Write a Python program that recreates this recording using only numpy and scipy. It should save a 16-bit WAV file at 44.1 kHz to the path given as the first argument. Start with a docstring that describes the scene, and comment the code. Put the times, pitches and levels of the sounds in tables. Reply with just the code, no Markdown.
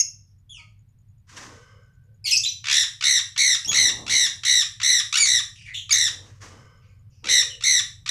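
"""Parrot screeching in a bare room

A parrot screeches in runs; each screech is a stack of overtones that throbs and sweeps upward
about seventy times a second. Short whistled chirps come in between, and both echo off the walls.
Rustles, a hollow drone, a cricket and a low hum fill the gaps; the highest peaks are cut flat."""
import sys
import numpy as np
from scipy import signal
from scipy.fft import rfft, irfft
from scipy.io import wavfile

SR = 44100
rng = np.random.default_rng(int(sys.argv[2]) if len(sys.argv) > 2 else 0)


def master(y):
    """Save y as 16-bit WAV."""
    cut = np.clip(np.atleast_2d(y).T, -1, 1)
    pcm = np.round(cut * 32767)  # scale
    wavfile.write(sys.argv[1], SR, pcm.astype(np.int16))


N = 357210
CUTOFF_HZ, OVERLOAD = 16000, .49

# Each row: start in seconds, crest in dB, lead-in in seconds, first throb in dB re crest, voiced time
# in seconds, pitch in Hz, final sag and sweep per throb as shares of pitch, nominal throb depth in dB,
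# lead-in croak in dB, lingering croak in dB.
SCREECH_CALLS = [(2.639, -18.5, 0.074, -19.5, 0.12, 1920, .07, .62, 17.5, 2.5, -9.5),
                 (3.007, -17.5, 0.032, -15.5, 0.15, 2005, .12, 0.38, 7.5, 0, -17),
                 (3.3593, -17.5, .018, -16, 0.17, 2024, 0.14, 0.35, 1, 5.5, -36.5),
                 (3.713, -16.5, 0.028, -15.5, 0.15, 2010, 0.11, 0.31, 3, -2, -14),
                 (4.0624, -18, 0.033, -19.5, 0.17, 1999, 0.14, 0.32, 1.5, -2, -10.5),
                 (4.432, -17.5, 0.018, -16, 0.17, 1979, .12, 0.32, 4, 0.5, -13.5),
                 (4.798, -17.5, 0.032, -17.5, 0.17, 1990, 0.13, 0.29, 6, 3, -30),
                 (5.125, -17, 0.045, -13, .01, 1848, 0.012, 0.4, 8.5, -6.5, -17),
                 (5.255, -18.5, 0.0038, -16, .135, 1958, 0.11, 0.29, 7.5, -11.5, -30),
                 (5.891, -19.5, .034, -17.5, .152, 1955, 0.13, 0.36, 8, -2.5, -34),
                 (7.24, -16.5, 0.048, -23.5, 0.13, 1965, .1, 0.3, 2, -0.5, -12.5),
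                 (7.606, -17.5, .03, -23.5, 0.16, 2008, 0.12, 0.3, 0.5, -1, -35),
                 (8.06, -20.5, 0.03, -17, 0.13, 1990, .12, 0.35, 15, -0.5, -24.5)]


def parrot(low_cut_hz=670):
    """Runs of screeches, with the bass cut away."""
    calls = sum(screech(screech_course(*row)) for row in SCREECH_CALLS)
    return signal.sosfilt(signal.butter(10, low_cut_hz, "high", fs=SR, output="sos"), calls + 1e-18)


def screech_course(s, crest_db, lead_s, first_db, voiced_s, hz, sag, sweep, depth_db, lead_db, linger_db):
    """A croak climbs, the voice breaks up to pitch, swells and sags, and a low croak shuts the call."""
    climb_hz_per_s, climb_db_per_s = 9500, 234
    lead_hz, close_hz, clear_db = 1222.4, 1139, -27
    climbed_hz = min(lead_hz + climb_hz_per_s * lead_s, hz)
    climbed_db = min(first_db + climb_db_per_s * lead_s, 0)
    lead_in = [(s, lead_hz, crest_db + first_db, .6 * sweep, 30, lead_db),
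               (s + lead_s, climbed_hz, crest_db + climbed_db, .6 * sweep, 18, lead_db)]
    swell = min(.02505 / voiced_s, .5)
    share = np.array([0, swell, max(.42, swell), .88, 1])  # break, swell, crest, knee, end
    times_s = s + lead_s + .002 + voiced_s * share
    pitch_hz = hz * np.array([1, 1.03, 1.03, 1 - .45 * sag, 1 - sag])
    level_db = crest_db + np.array([max(-4, climbed_db), -1, 0, -2.5, -4.5])
    throb_db = depth_db + (4 - depth_db) * share
    croak_db = np.maximum(clear_db, linger_db + 20 * np.log10(1.02 - share))
    voice = np.transpose([times_s, pitch_hz, level_db, sweep * .3 ** share, throb_db, croak_db])
    end_s = times_s[-1] + .003
    close = [(end_s, close_hz, crest_db - 15, 0, 0, 0),
             (end_s + .014, close_hz - 40, crest_db - 12, 0, 0, 0)]
    return [*lead_in, *voice, *close]


# Throat resonances. Each row: frequency in Hz, gain in dB.
THROAT_RESPONSE = [(900, -23.5), (1300, -7.5), (1750, -13), (2250, -2.5), (3000, -4.5), (3900, -0.5),
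                   (4800, -6.5), (5800, -0.5), (6750, -7.5), (7700, -7.5), (8700, -21.5), (9700, -14),
                   (12000, -29), (15500, -41.5)]


def screech(course, throbs_per_s=72, shimmer_db=2.4, breath_db=-31):
    """Syrinx overtones; in each throb the pitch climbs and snaps back, the level swells and dies."""
    at, (hz, db, sweep, depth_db, croak_db) = span(course)
    size = len(at)
    pace_hz = throbs_per_s * (np.linspace(.9, 1.06, size) + .05 * wobble(25, size))
    throb = np.cumsum(pace_hz) / SR % 1
    climb = signal.lfilter([.03], [1, -.97], np.sqrt(throb) - 2 / 3)
    jitter = (.007 + .06 * from_db(2 * croak_db)) * wobble(350, size)
    hz = hz * (1 + sweep * climb + jitter)
    phase = 2 * np.pi * np.cumsum(hz) / SR
    tone = 0
    for order in np.arange(2, 22) / 2:  # half orders: in a croak every second cycle differs
        level_db = at_hz(THROAT_RESPONSE, order * hz) + croak_db * (order % 1 > 0)
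        level_db += shimmer_db * wobble(190, size)
        level_db -= 1.85 * order * from_db(croak_db)  # the croak is dull
        partial = np.sin(order * phase + rng.uniform(0, 2 * np.pi))
        tone = tone + from_db(level_db) * (order * hz < CUTOFF_HZ) * partial
    tone = rms_one(tone) + from_db(breath_db) * coloured(THROAT_RESPONSE)[:size]
    dip = 1.5 * np.abs(throb - .22) ** 1.5 / .7 - .3  # loudest early, gap before the snap
    pulse = from_db(signal.lfilter([.04], [1, -.96], -depth_db * dip))
    out = np.zeros(N)
    out[at] = tone * pulse * from_db(db) * signal.windows.tukey(size, .05)
    return out


# Each row: start and length in seconds, turning point as share of length, start, turn and end pitch
# in Hz, fundamental's level at the turn in dB, direct gain in dB, jitter as share of pitch,
# harmonics 2, 3 and 4 in dB re fundamental.
CHIRP_CALLS = [(0, .02, 0.098, 2196, 2184, 2184, -43.5, 6.5, 0.021, -5, 29, -6),
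               (0, 0.012, 0.5, 2834, 2900, 2844, -38, -2, .06, 20, -9, 1.5),
               (.27, 0.057, 0.27, 5300, 5540, 5530, -70, -1, 0.033, -12, -40, -40),
               (0.492, 0.12, 0.13, 3250, 3503, 2070, -40.5, -4, 0.01, -9, -15.5, -45),
               (0.576, 0.057, 0.42, 325, 314, 309, -79, -4.5, 0.0095, 9, 13, 22.5),
               (2.241, 0.043, 0.38, 2550, 2210, 2010, -31.5, -13.5, 0.006, 14, -2, -0.5),
               (2.26, 0.052, 0.24, 2910, 3350, 3200, -27, -5.5, 0.12, -1, -18.5, -9),
               (2.308, 0.061, 0.25, 3170, 2562, 2675, -23.5, -2.5, 0.023, 8.5, -4, -12.5),
               (2.36, 0.021, 0.84, 4300, 6340, 6450, -14, 0, 0.045, -28, -23, -40),
               (2.435, 0.023, 0.37, 3540, 3610, 2396, -22.5, -3.5, 0.04, -2.5, -17, -60),
               (2.459, 0.021, 0.11, 4000, 3966, 3960, -19.5, -4, 0.0125, -26.5, -26.5, -37.5),
               (2.481, 0.018, 0.43, 4460, 5940, 5812, -22.5, -2, 0.0098, -29.5, -33, -40),
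               (3.647, 0.024, 0.47, 2580, 2824, 2890, -41, 0.5, 0.026, 13.5, -5.5, -13.5),
               (3.674, 0.058, 0.18, 3060, 3393, 3200, -25.5, -6, 0.013, 6, -21.5, -17.5),
               (5.179, .085, .55, 2228, 2330, 2016, -25, 1.5, 0.024, 3.5, 8, -1.5),
               (5.553, 0.15, .45, 2970, 2650, 3080, -50.5, -0.5, 0.11, -4.5, -13, -41.5),
               (5.652, .075, .45, 2530, 2076, 2034, -37, -9, 0.087, -18.5, -24.5, -28),
               (5.737, .065, 0.29, 3517, 3515, 2954, -27, -8, .08, -10, -24, -31),
               (5.907, 0.016, 0.33, 2190, 2284, 2100, -22.5, -1, .012, -9, 3, -11),
               (5.912, 0.022, .6, 4290, 5100, 5480, -26, 8.5, 0.01, -15, -39.5, -40),
               (5.924, 0.03, 0.062, 6350, 6420, 6280, -17, 6.5, 0.016, -23, -35, -50),
               (6.81, 0.058, 0.31, 2724, 2650, 2571, -60, -21, 0.15, -3, -25.5, -30.5),
               (6.881, 0.059, 0.35, 2366, 2303, 2320, -65, -20, .063, -10, -10, -18),
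               (7.1, 0.16, 0.25, 2570, 2770, 2600, -72.5, -11, .09, 9, -10, -19.5),
               (7.499, 0.059, 0.82, 3060, 2950, 2880, -41.5, 4, 0.039, -24, -42, -46)]


def chirps():
    """Clear or hoarse whistles with a few overtones; returns the room feed and the direct sound."""
    room_feed, direct = np.zeros((2, N))
    for s, length_s, turn, start_hz, turn_hz, end_hz, db, direct_db, jitter, *upper_db in CHIRP_CALLS:
        course = [(s, start_hz, -3), (s + turn * length_s, turn_hz, 0), (s + length_s, end_hz, -6)]
        at, (hz, arch_db) = span(course)
        phase = 2 * np.pi * np.cumsum(hz * (1 + jitter * wobble(250, len(at)))) / SR
        tone = sum(from_db(harmonic_db) * np.sin(order * phase) * (order * hz < CUTOFF_HZ)
                   for order, harmonic_db in enumerate([0, *upper_db], 1))
        shimmer_db = 2.7 * wobble(120, len(at))
        tone *= from_db(db + arch_db + shimmer_db) * signal.windows.tukey(len(at), .1)
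        room_feed[at] += tone
        direct[at] += tone * from_db(direct_db)
    return room_feed, direct


# Rustle spectra. Each row: frequency in Hz, relative density in dB.
BRIGHT_SPECTRUM = [(470, -46), (800, -30.5), (1020, -2), (1390, -6), (1800, -3), (2240, -9), (4140, -13),
                   (6200, -6.5), (13300, -37), (15000, -39.5)]
DULL_SPECTRUM = [(110, -17), (180, -5), (254, -3.5), (327, -5), (385, -9), (740, -11), (1000, -9),
                 (1300, -19.5), (2200, -120)]
# Each row: start, attack and hold in seconds, level in dB, fade in dB/s, bright and dull gain in dB.
RUSTLE_SWELLS = [(1.27, 0.027, 0.077, -51.5, 93.5, 0.5, -32), (1.36, 0.011, 0.0093, -42, 75, -2, -27),
                 (1.31, 0.063, 0.13, -49, 173, -33, -2), (3.645, 0.037, 0.46, -46, 91, -40, 0),
                 (6.02, 0.032, 0.25, -58.5, 295, -33, 0), (6.2, .06, 0.0087, -55, 94, 0, -36),
                 (6.405, 0.014, 0.01, -46, 88, 0, -15), (6.41, 0.024, 0.14, -55.5, 125, -34, -1),
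                 (6.7, 0.061, 0.023, -70, 300, -32, -16), (7.225, 0.02, 0.049, -49, 140, -32, 0)]


def rustles():
    """Swells of bright and dull noise, each flickering slightly."""
    bright_gain, dull_gain = swells(RUSTLE_SWELLS)
    bright = coloured(BRIGHT_SPECTRUM) * bright_gain * from_db(1.1 * wobble(40, N))
    dull = coloured(DULL_SPECTRUM) * dull_gain * from_db(1.2 * wobble(30, N))
    return bright + dull


# Lowest mode, four middle ones, a long-ringing one. Each row: centre in Hz, width in Hz, gain in dB.
HOLLOW_MODES = [(489.6, 115, -2), (1173, 230, -1), (2080, 250, -7.5), (3020, 170, -8.5), (5200, 200, -9),
                (1528, 68, 4)]
# Each row: start, attack and hold in seconds, level in dB, fade in dB/s, gains in dB of the lowest,
# middle and long-ringing modes.
DRONE_SWELLS = [(1.42, 0.043, 0.26, -63.5, 104.5, -20, 1.5, -3.5),
                (1.44, 0.091, .01, -50, 110, -1, -22, -22), (1.7, .05, 0.0673, -69.5, 153, 4.5, -4, -31),
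                (1.75, 0.086, 0.051, -74, 52.5, -30, -30, 1), (2.03, 0.027, .08, -73.5, 266, 2, -30, -41),
                (6.1, 0.034, 0.084, -61.5, 55.5, 0.5, -32.5, -30),
                (6.39, .05, 0.091, -60, 40.5, 0.5, -30, -33.5), (6.47, 0.0404, 0.18, -62, 61, -26, 1, -8),
                (7.23, 0.053, 0.017, -44, 63, 0.5, -33, -28)]


def drone():
    """Noise rings in hollow modes and lingers after the rustles."""
    lowest, middle, ringing = swells(DRONE_SWELLS)
    gains = [lowest, middle, middle, middle, middle, ringing]
    return sum(from_db(db) * noise_band(hz, width_hz) * gain
               for (hz, width_hz, db), gain in zip(HOLLOW_MODES, gains))


# Each row: first chirp in seconds, spacing in seconds, chirp count, level in dB.
CRICKET_AUDIBLE_STRETCHES = [(0.3815, 0.11, 1, -72.5), (.6894, 0.098, 6, -73), (1.829, .1043, 4, -72),
                             (6.66, 0.11, 5, -71.5)]


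def cricket(hz=6850, stroke_s=.014, fade_db_per_s=200):
    """A steady cricket, heard in short stretches of evenly spaced chirps of three fading wing strokes."""
    t = np.arange(round(3 * stroke_s * SR)) / SR
    strokes = np.abs(np.sin(np.pi * t / stroke_s)) * from_db(-fade_db_per_s * t)
    starts = np.zeros(N)
    for s, spacing_s, count, db in CRICKET_AUDIBLE_STRETCHES:
        times_s = s + spacing_s * np.arange(round(count))
        starts[np.round(times_s * SR).astype(int)] = from_db(db)
    return signal.fftconvolve(starts, strokes)[:N] * noise_band(hz, width_hz=300)


# Each row: frequency in Hz, relative density in dB.
HUM_SPECTRUM = [(20, -16), (50, -5.5), (75, -12), (97, 5), (125, -3), (200, -20.5), (300, -35.5),
                (600, -43.5), (2000, -47.5), (7000, -56.5), (15500, -53.5)]
# Each row: time in seconds, level in dB.
HUM_ENVELOPE = [(0.0, -55.5), (0.18, -53), (2.14, -52), (3.63, -56.5), (3.68, -42.5), (3.92, -50),
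                (4.08, -44.5), (4.22, -53.5), (5.44, -51), (5.55, -50), (7.71, -50.5), (8.1, -48)]


def hum():
    """Low noise, strongest near 100 Hz, that drifts in level."""
    level_db = np.interp(np.arange(N) / SR, *np.transpose(HUM_ENVELOPE))
    return coloured(HUM_SPECTRUM) * from_db(level_db)


def room(x, t60_s=.33, wall_cut_hz=8400, echo_db=-5):
    """Dense echoes that die away evenly, dulled by the walls."""
    t = np.arange(SR // 2) / SR
    tail = rng.standard_normal(len(t)) * from_db(-60 * t / t60_s) * np.minimum(t / .003, 1)
    tail = signal.sosfilt(signal.butter(1, wall_cut_hz, fs=SR, output="sos"), tail)
    return from_db(echo_db) * signal.fftconvolve(x, tail / np.sqrt(np.sum(tail ** 2)))[:N]


def swells(events, onset_db=-20):
    """Attack, hold and fade of all events, summed into one gain curve per part."""
    gains, t = 0, np.arange(N) / SR
    for s, attack_s, hold_s, db, fade_db_per_s, *parts_db in events:
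        rise_db = np.minimum(onset_db * (1 - (t - s) / attack_s), 0)
        fall_db = fade_db_per_s * np.maximum(t - s - attack_s - hold_s, 0)
        gains = gains + from_db(db + rise_db - fall_db) * (t > s) * from_db(parts_db)[:, None]
    return gains


def span(rows):
    """Sample indices from the first row's time to the last, and the other columns interpolated there."""
    times_s, *columns = np.transpose(rows)
    at = np.arange(max(round(times_s[0] * SR), 0), min(round(times_s[-1] * SR), N))
    return at, [np.interp(at / SR, times_s, column) for column in columns]


def wobble(hz, size):
    """Noise through a double one-pole low-pass; rms 1."""
    pole = np.exp(-2 * np.pi * hz / SR)
    slow = signal.lfilter([1], [1, -2 * pole, pole * pole], rng.standard_normal(size + 4000))
    return rms_one(slow[4000:])


def noise_band(hz, width_hz):
    """Band-passed noise; rms 1."""
    band = signal.butter(2, [hz - width_hz / 2, hz + width_hz / 2], "band", fs=SR, output="sos")
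    return rms_one(signal.sosfilt(band, rng.standard_normal(N)))


def coloured(spectrum):
    """Noise shaped to a spectrum; rms 1."""
    hz = np.maximum(np.arange(N // 2 + 1) * SR / N, 1)
    return rms_one(irfft(rfft(rng.standard_normal(N)) * from_db(at_hz(spectrum, hz)), N))


def at_hz(spectrum, hz):
    """Level in dB, interpolated over log frequency."""
    points_hz, points_db = np.transpose(spectrum)
    return np.interp(np.log(hz), np.log(points_hz), points_db)


def from_db(db):
    """Gain of a level in dB."""
    return 10 ** (np.asarray(db) / 20)


def rms_one(x):
    """Scaled to rms 1."""
    return x / np.sqrt(np.mean(x ** 2) + 1e-20)


def scene():
    """Birds and their echoes over rustles, hum, drone and cricket; mono."""
    screeches = parrot()
    chirp_feed, chirp_direct = chirps()
    background = rustles() + hum()
    birds = screeches + chirp_direct + room(screeches + chirp_feed)
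    return (birds + background + drone() + cricket())[None]


def record(dry):
    """The highest peaks are cut flat, then the top of the band is removed."""
    low_pass = signal.cheby2(12, 70, CUTOFF_HZ, fs=SR, output="sos")
    return signal.sosfilt(low_pass, np.clip(dry, -OVERLOAD, OVERLOAD))


dry = scene()
out = record(dry)
master(out)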